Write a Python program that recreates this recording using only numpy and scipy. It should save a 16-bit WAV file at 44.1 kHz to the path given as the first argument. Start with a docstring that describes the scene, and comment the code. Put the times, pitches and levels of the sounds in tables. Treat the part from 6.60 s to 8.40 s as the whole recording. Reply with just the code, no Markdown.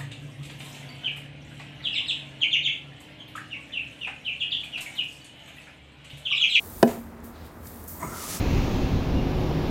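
"""A faint hiss of rice husks sliding in a tilting plastic scoop, then its knock on a wooden nest box.
The knock jolts the load and the arm swings back to a bucket; a few husks tick on the scoop's wall.
Husks pour off the lip, the blade digs into the bucket and more rush in over it.
One close microphone in a small, quiet room, with a low ventilation rumble behind."""
import sys
import numpy as np
from scipy import signal
from scipy.fft import rfft, irfft
from scipy.io import wavfile
from scipy.ndimage import map_coordinates

SR = 44100
rng = np.random.default_rng(int(sys.argv[2]) if len(sys.argv) > 2 else 0)


def output_pcm(signal):
    """Save a mono or channel-first signal as 16-bit PCM at the path in sys.argv[1].

    Samples are clipped to [-1, 1] before scaling.
    """
    pcm = np.clip(np.atleast_2d(signal).T, -1, 1) * 32767
    wavfile.write(sys.argv[1], SR, np.round(pcm).astype(np.int16))


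N = 79380
T = np.arange(N) / SR

# the blow and its rebounds: start_s, level_db, contact_ms
BLOWS = [(0.2279, 3.5, 0.22), (0.2363, -9, 0.75), (0.2718, -11, 1.24), (0.3133, -20.5, 0.76),
         (0.369, -25.5, 0.64)]
# ringing of scoop and box: pitch_hz, level_db, t60_s
BOX_MODES = [(142, -14.5, 0.054), (233.2, -2.5, 0.04), (239.3, -10.5, 0.19), (231.6, -41, 1.9),
             (369, -6, 0.041), (430.6, -14.5, 0.087), (511, -13.5, 0.071), (664.4, -10.5, 0.057),
             (786, -16, 0.055), (966, -4.5, 0.015), (1035, -7.5, 0.016), (1320, -23, 0.03),
             (1560, -21, 0.042), (1717, -20.5, 0.039), (1920, -26.5, 0.036), (2520, -27.5, 0.046),
             (2960, -21, 0.029)]
# spectrum of the rim's crack: frequency_hz, gain_db
CRACK_COLOUR = [(300, -1), (1000, 2), (2200, -5), (3300, -1.5), (5500, -3.5), (6500, -8.5), (9500, -6.5),
                (11000, -11.5), (16000, -10)]
# force of the blade in the bucket: time_s, level_db
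DIG_LEVEL = [(1.34, -62), (1.395, -48), (1.415, -39), (1.435, -35), (1.458, -35.5), (1.485, -45.5),
             (1.53, -42), (1.6, -46.5), (1.68, -47.5), (1.8, -52)]
# resonances of the scraping scoop: pitch_hz, width_hz, gain_db
BLADE_PEAKS = [(402, 166, -3), (645, 120, -0.5), (976, 180, 1.5), (1152, 72, -1), (1816, 45, -6.5),
               (2070, 137, -6)]
# thin squeal of husks on the blade: pitch_hz, width_hz, gain_db
SQUEAL_PEAKS = [(5900, 300, -5), (6800, 380, 3.5), (8160, 850, 1.5)]
# the scoop's hollow note as it sinks in and fills: time_s, pitch_hz, level_db
HOLLOW_PATH = [(1.40, 1130, -56), (1.441, 1230, -43), (1.486, 1290, -46), (1.531, 1330, -41.5),
               (1.60, 1360, -48.5), (1.65, 1210, -45.5), (1.70, 1270, -51), (1.8, 1250, -46)]
# dull thuds of the bucket: start_s, attack_s, hold_s, t60_s, level_db, pitch_hz
BUCKET_THUDS = [(1.415, .022, 0.013, 0.21, -36, 163), (1.459, 0.02, 0.033, .25, -37, 108),
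                (1.493, 0.017, 0.017, 0.31, -40.5, 88), (1.676, .025, .06, 0.85, -43.5, 170)]
# husks rushing into the scoop: time_s, level_db
RUSH_LEVEL = [(1.44, -59), (1.53, -47), (1.57, -41), (1.635, -37), (1.668, -38), (1.70, -33), (1.735, -34),
              (1.765, -34.5), (1.8, -42.5)]
# spectrum of that rush: frequency_hz, gain_db
RUSH_SPECTRUM = [(500, -0.5), (1500, -4.5), (2800, -4), (4000, -4), (5800, 1.5), (8000, -0.5),
                 (11000, -1.5), (16000, -9.5)]
# husks sliding in the scoop: time_s, level_db
SLIDE_LEVEL = [(0, -45), (.22, -44), (.33, -47), (.42, -54.5), (.53, -65.5), (.62, -76), (.642, -48.5),
               (.68, -52), (.75, -64), (.83, -62), (.865, -53), (.89, -61.5), (1.0, -61), (1.07, -45),
               (1.13, -48.5), (1.27, -51), (1.42, -47.5), (1.55, -47), (1.8, -47)]
# hiss of that slide: frequency_hz, gain_db
SLIDE_SPECTRUM = [(1500, -27), (3500, -5.5), (5500, -6), (8000, -1.5), (11000, -0.5), (14000, 5.5),
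                  (16000, 0.5)]
# jolted husks falling back on the scoop: frequency_hz, gain_db
SPILL_SPECTRUM = [(300, 7.5), (900, 4.5), (1800, 2), (3000, -3.5), (4200, -7.5), (5400, -10.5),
                  (6300, -8.5), (7000, -2), (8000, -9), (11000, -10), (16000, -19)]
# husks pouring off the lip into the bucket: frequency_hz, gain_db
POUR_SPECTRUM = [(2500, -28), (4500, -12.5), (7000, -2.5), (10000, -2.5), (13000, 3), (15000, 7.5),
                 (16000, -4.5)]
# single husks hitting the scoop: start_s, level_db, pitch_hz
HUSK_TICKS = [(0.100, -37, 12000), (0.603, -55, 7050), (1.056, -41.5, 1800), (1.0708, -35.5, 5800),
              (1.2402, -39, 11500), (1.2843, -36.5, 9700), (1.308, -49, 10000)]
# rub of the swinging arm: frequency_hz, gain_db
SWISH_SPECTRUM = [(800, -8), (1800, -2), (2800, -2.5), (3900, 0.5), (4900, -2.5), (6000, -10), (12000, -20)]
# reflections from box and walls: frequency_hz, gain_db
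ROOM_COLOUR = [(90, 9), (150, 2), (215, -21), (260, -17), (380, 2), (600, 2.5), (1200, -1.5), (3000, -4.5),
               (8000, -9), (16000, -1)]
# ventilation rumble: frequency_hz, gain_db
VENT_COLOUR = [(18, -33), (35, -24), (46, 4.5), (62, -4.5), (90, 6), (125, -4), (180, -2), (280, -3),
               (350, -5.5), (600, -9), (1200, -12.5), (2000, -20), (3000, -30.5), (6000, -36.5),
               (16000, -40)]
# resonances of room and box that the ventilation keeps humming: pitch_hz, width_hz, gain_db
HUM_PEAKS = [(78, 10.2, 1.5), (233, 11.4, -3)]

GRAINS_PER_S, SLIPS_PER_S = 9000, 2000


def knock():
    """Close to the microphone, half-sine pushes ring scoop and box; the hard rim cracks at first touch."""
    push = np.zeros(N)
    for start_s, level_db, contact_ms in BLOWS:
        pulse = np.sin(np.pi * np.clip((T - start_s) * 1000 / contact_ms, 0, 1))
        push += undb(level_db) * pulse / pulse.sum()
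    ring = np.zeros(N)
    for k, (pitch_hz, level_db, t60_s) in enumerate(BOX_MODES):
        decay = np.exp(-np.log(1000) * T / t60_s)
        ring += (-1) ** k * undb(level_db) * np.sin(2 * np.pi * pitch_hz * T) * decay
    # below 126 Hz the panels move little air
    ring = signal.sosfilt(signal.butter(2, 126, "high", fs=SR, output="sos"), ring)
    crack = undb(-17) * colour(burst(start_s=0.2282, decay_s=0.003), CRACK_COLOUR)
    return signal.fftconvolve(push, ring)[:N] + crack


def dig():
    """Husks catch and slip on the blade, ringing it with a scrape and a thin squeal."""
    slips = grains(SLIPS_PER_S, spread_db=2.0)
    scrape = curve(DIG_LEVEL) * resonate(slips, BLADE_PEAKS)
    squeal_gain = swell(start_s=1.388, attack_s=0.025, hold_s=0.071, t60_s=0.5, level_db=-47.5)
    return scrape + squeal_gain * resonate(slips, SQUEAL_PEAKS)


def hollow():
    """The scoop's strongest resonance shifts as it sinks in and fills."""
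    time_s, pitch_hz, level_db = np.array(HOLLOW_PATH).T
    ring = resonate(grains(SLIPS_PER_S, spread_db=4.5), [(pitch_hz.mean(), 120, 0)])
    # reading the ring faster or slower bends its pitch
    position = np.cumsum(np.interp(T, time_s, pitch_hz) / pitch_hz.mean())
    return curve(np.c_[time_s, level_db]) * map_coordinates(ring, [position], mode="mirror")


def thud(start_s, attack_s, hold_s, t60_s, level_db, pitch_hz, width_hz=100):
    """The packed husks give way and shake the bucket."""
    shake = resonate(grains(SLIPS_PER_S), [(pitch_hz, width_hz, 0)])
    return swell(start_s, attack_s, hold_s, t60_s, level_db) * shake


def husks():
    """Showers of tiny impacts: husks slide, fall back after the knock, pour off the lip and rush in."""
    slide = curve(SLIDE_LEVEL) * colour(grains(GRAINS_PER_S), SLIDE_SPECTRUM)
    spill_gain = swell(start_s=0.2706, attack_s=0.0037, hold_s=0.037, t60_s=0.33, level_db=-39.5)
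    spill = spill_gain * colour(grains(GRAINS_PER_S, spread_db=5.5), SPILL_SPECTRUM)
    pour_gain = swell(start_s=1.2755, attack_s=0.0028, hold_s=0.011, t60_s=0.64, level_db=-39.5)
    pour = pour_gain * colour(grains(GRAINS_PER_S), POUR_SPECTRUM)
    rush = curve(RUSH_LEVEL) * colour(grains(GRAINS_PER_S), RUSH_SPECTRUM)
    return slide + spill + pour + rush


def tick(start_s, level_db, pitch_hz, q=3.3):
    """One husk snaps against the plastic with a brief ping."""
    ping = band(burst(start_s, decay_s=0.0016), pitch_hz, q)
    makeup = np.sqrt(2 * q * SR / (np.pi * pitch_hz))  # a narrower band passes less of the snap
    return undb(level_db) * makeup * ping


def swish():
    """The arm swings back with a soft rub."""
    gain = swell(start_s=0.715, attack_s=0.04, hold_s=0.12, t60_s=0.3, level_db=-58)
    return gain * colour(rng.standard_normal(N), SWISH_SPECTRUM)


def room(direct, t60_s=0.35, level_db=-16.5):
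    """Diffuse reflections from box and walls reach the microphone just behind the direct sound."""
    tail = colour(burst(start_s=0.0051, decay_s=t60_s / np.log(1000)), ROOM_COLOUR)
    return direct + undb(level_db) * signal.fftconvolve(direct, tail / np.linalg.norm(tail))[:N]


def ventilation():
    """Room tone: a steady ventilation rumble that keeps room and box faintly humming."""
    rumble = undb(-44.5) * colour(rng.standard_normal(N), VENT_COLOUR)
    hum = undb(-48.5) * resonate(rng.standard_normal(N), HUM_PEAKS)
    return rumble + hum


def grains(per_s, spread_db=1.5):
    """Dense tiny impacts of uneven size, rms 1."""
    hit = rng.random(N) < per_s / SR
    size = undb(spread_db * np.minimum(rng.standard_exponential(N), 4))
    return unit(hit * size * np.sign(rng.standard_normal(N)))


def burst(start_s, decay_s):
    """Noise that starts at once and dies away."""
    return (T >= start_s) * np.exp(-np.abs(T - start_s) / decay_s) * rng.standard_normal(N)


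def curve(points):
    """Gain along rows of time_s, level_db; silent before the first."""
    time_s, level_db = np.array(points).T
    return undb(np.interp(T, time_s, level_db)) * (T >= time_s[0])


def swell(start_s, attack_s, hold_s, t60_s, level_db):
    """Gain that rises, holds and dies away."""
    rise = np.clip((T - start_s) / attack_s, 0, 1)
    fading_s = np.maximum(T - start_s - attack_s - hold_s, 0)
    return rise * undb(level_db) * np.exp(-np.log(1000) * fading_s / t60_s)


def resonate(x, peaks):
    """Steep resonances side by side from rows of pitch_hz, width_hz, gain_db; rms 1."""
    return unit(sum(undb(db) * band(x, hz, q=hz / (1.5 * width)) for hz, width, db in peaks))


def band(x, pitch_hz, q):
    """Two passes through one resonator."""
    b, a = signal.iirpeak(pitch_hz, q, fs=SR)
    return signal.lfilter(b, a, signal.lfilter(b, a, x))


def colour(x, points, size=8192):
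    """Causal filter through rows of frequency_hz, gain_db that keeps the power of white noise."""
    hz, db = np.array(points).T
    log_hz = np.log(np.fft.rfftfreq(size, 1 / SR) + 1)
    gain = unit(undb(np.interp(log_hz, np.log(hz), db)))
    cepstrum = irfft(np.log(gain))
    cepstrum[1:size // 2] *= 2  # fold onto positive time for minimum phase
    cepstrum[size // 2 + 1:] = 0
    return signal.fftconvolve(x, irfft(np.exp(rfft(cepstrum))))[:N]


def undb(db):
    """Decibels to gain."""
    return 10 ** (np.asarray(db) / 20)


def unit(x):
    """Scale to rms 1."""
    return x / np.sqrt(np.mean(x ** 2))


def scene():
    """Nest box, scoop and bucket at one microphone, over the room tone."""
    box = room(knock())
    load = husks() + sum(tick(*row) for row in HUSK_TICKS)
    bucket = dig() + hollow() + sum(thud(*row) for row in BUCKET_THUDS)
    return (box + load + bucket + swish() + ventilation())[None]


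def record(dry, top_hz=16100):
    """The recorder rounds the highest peak and cuts the top."""
    rounded = dry / (1 + dry ** 6) ** (1 / 6)
    return signal.sosfilt(signal.ellip(10, 0.1, 80, top_hz, fs=SR, output="sos"), rounded)


dry = scene()
out = record(dry)
output_pcm(out)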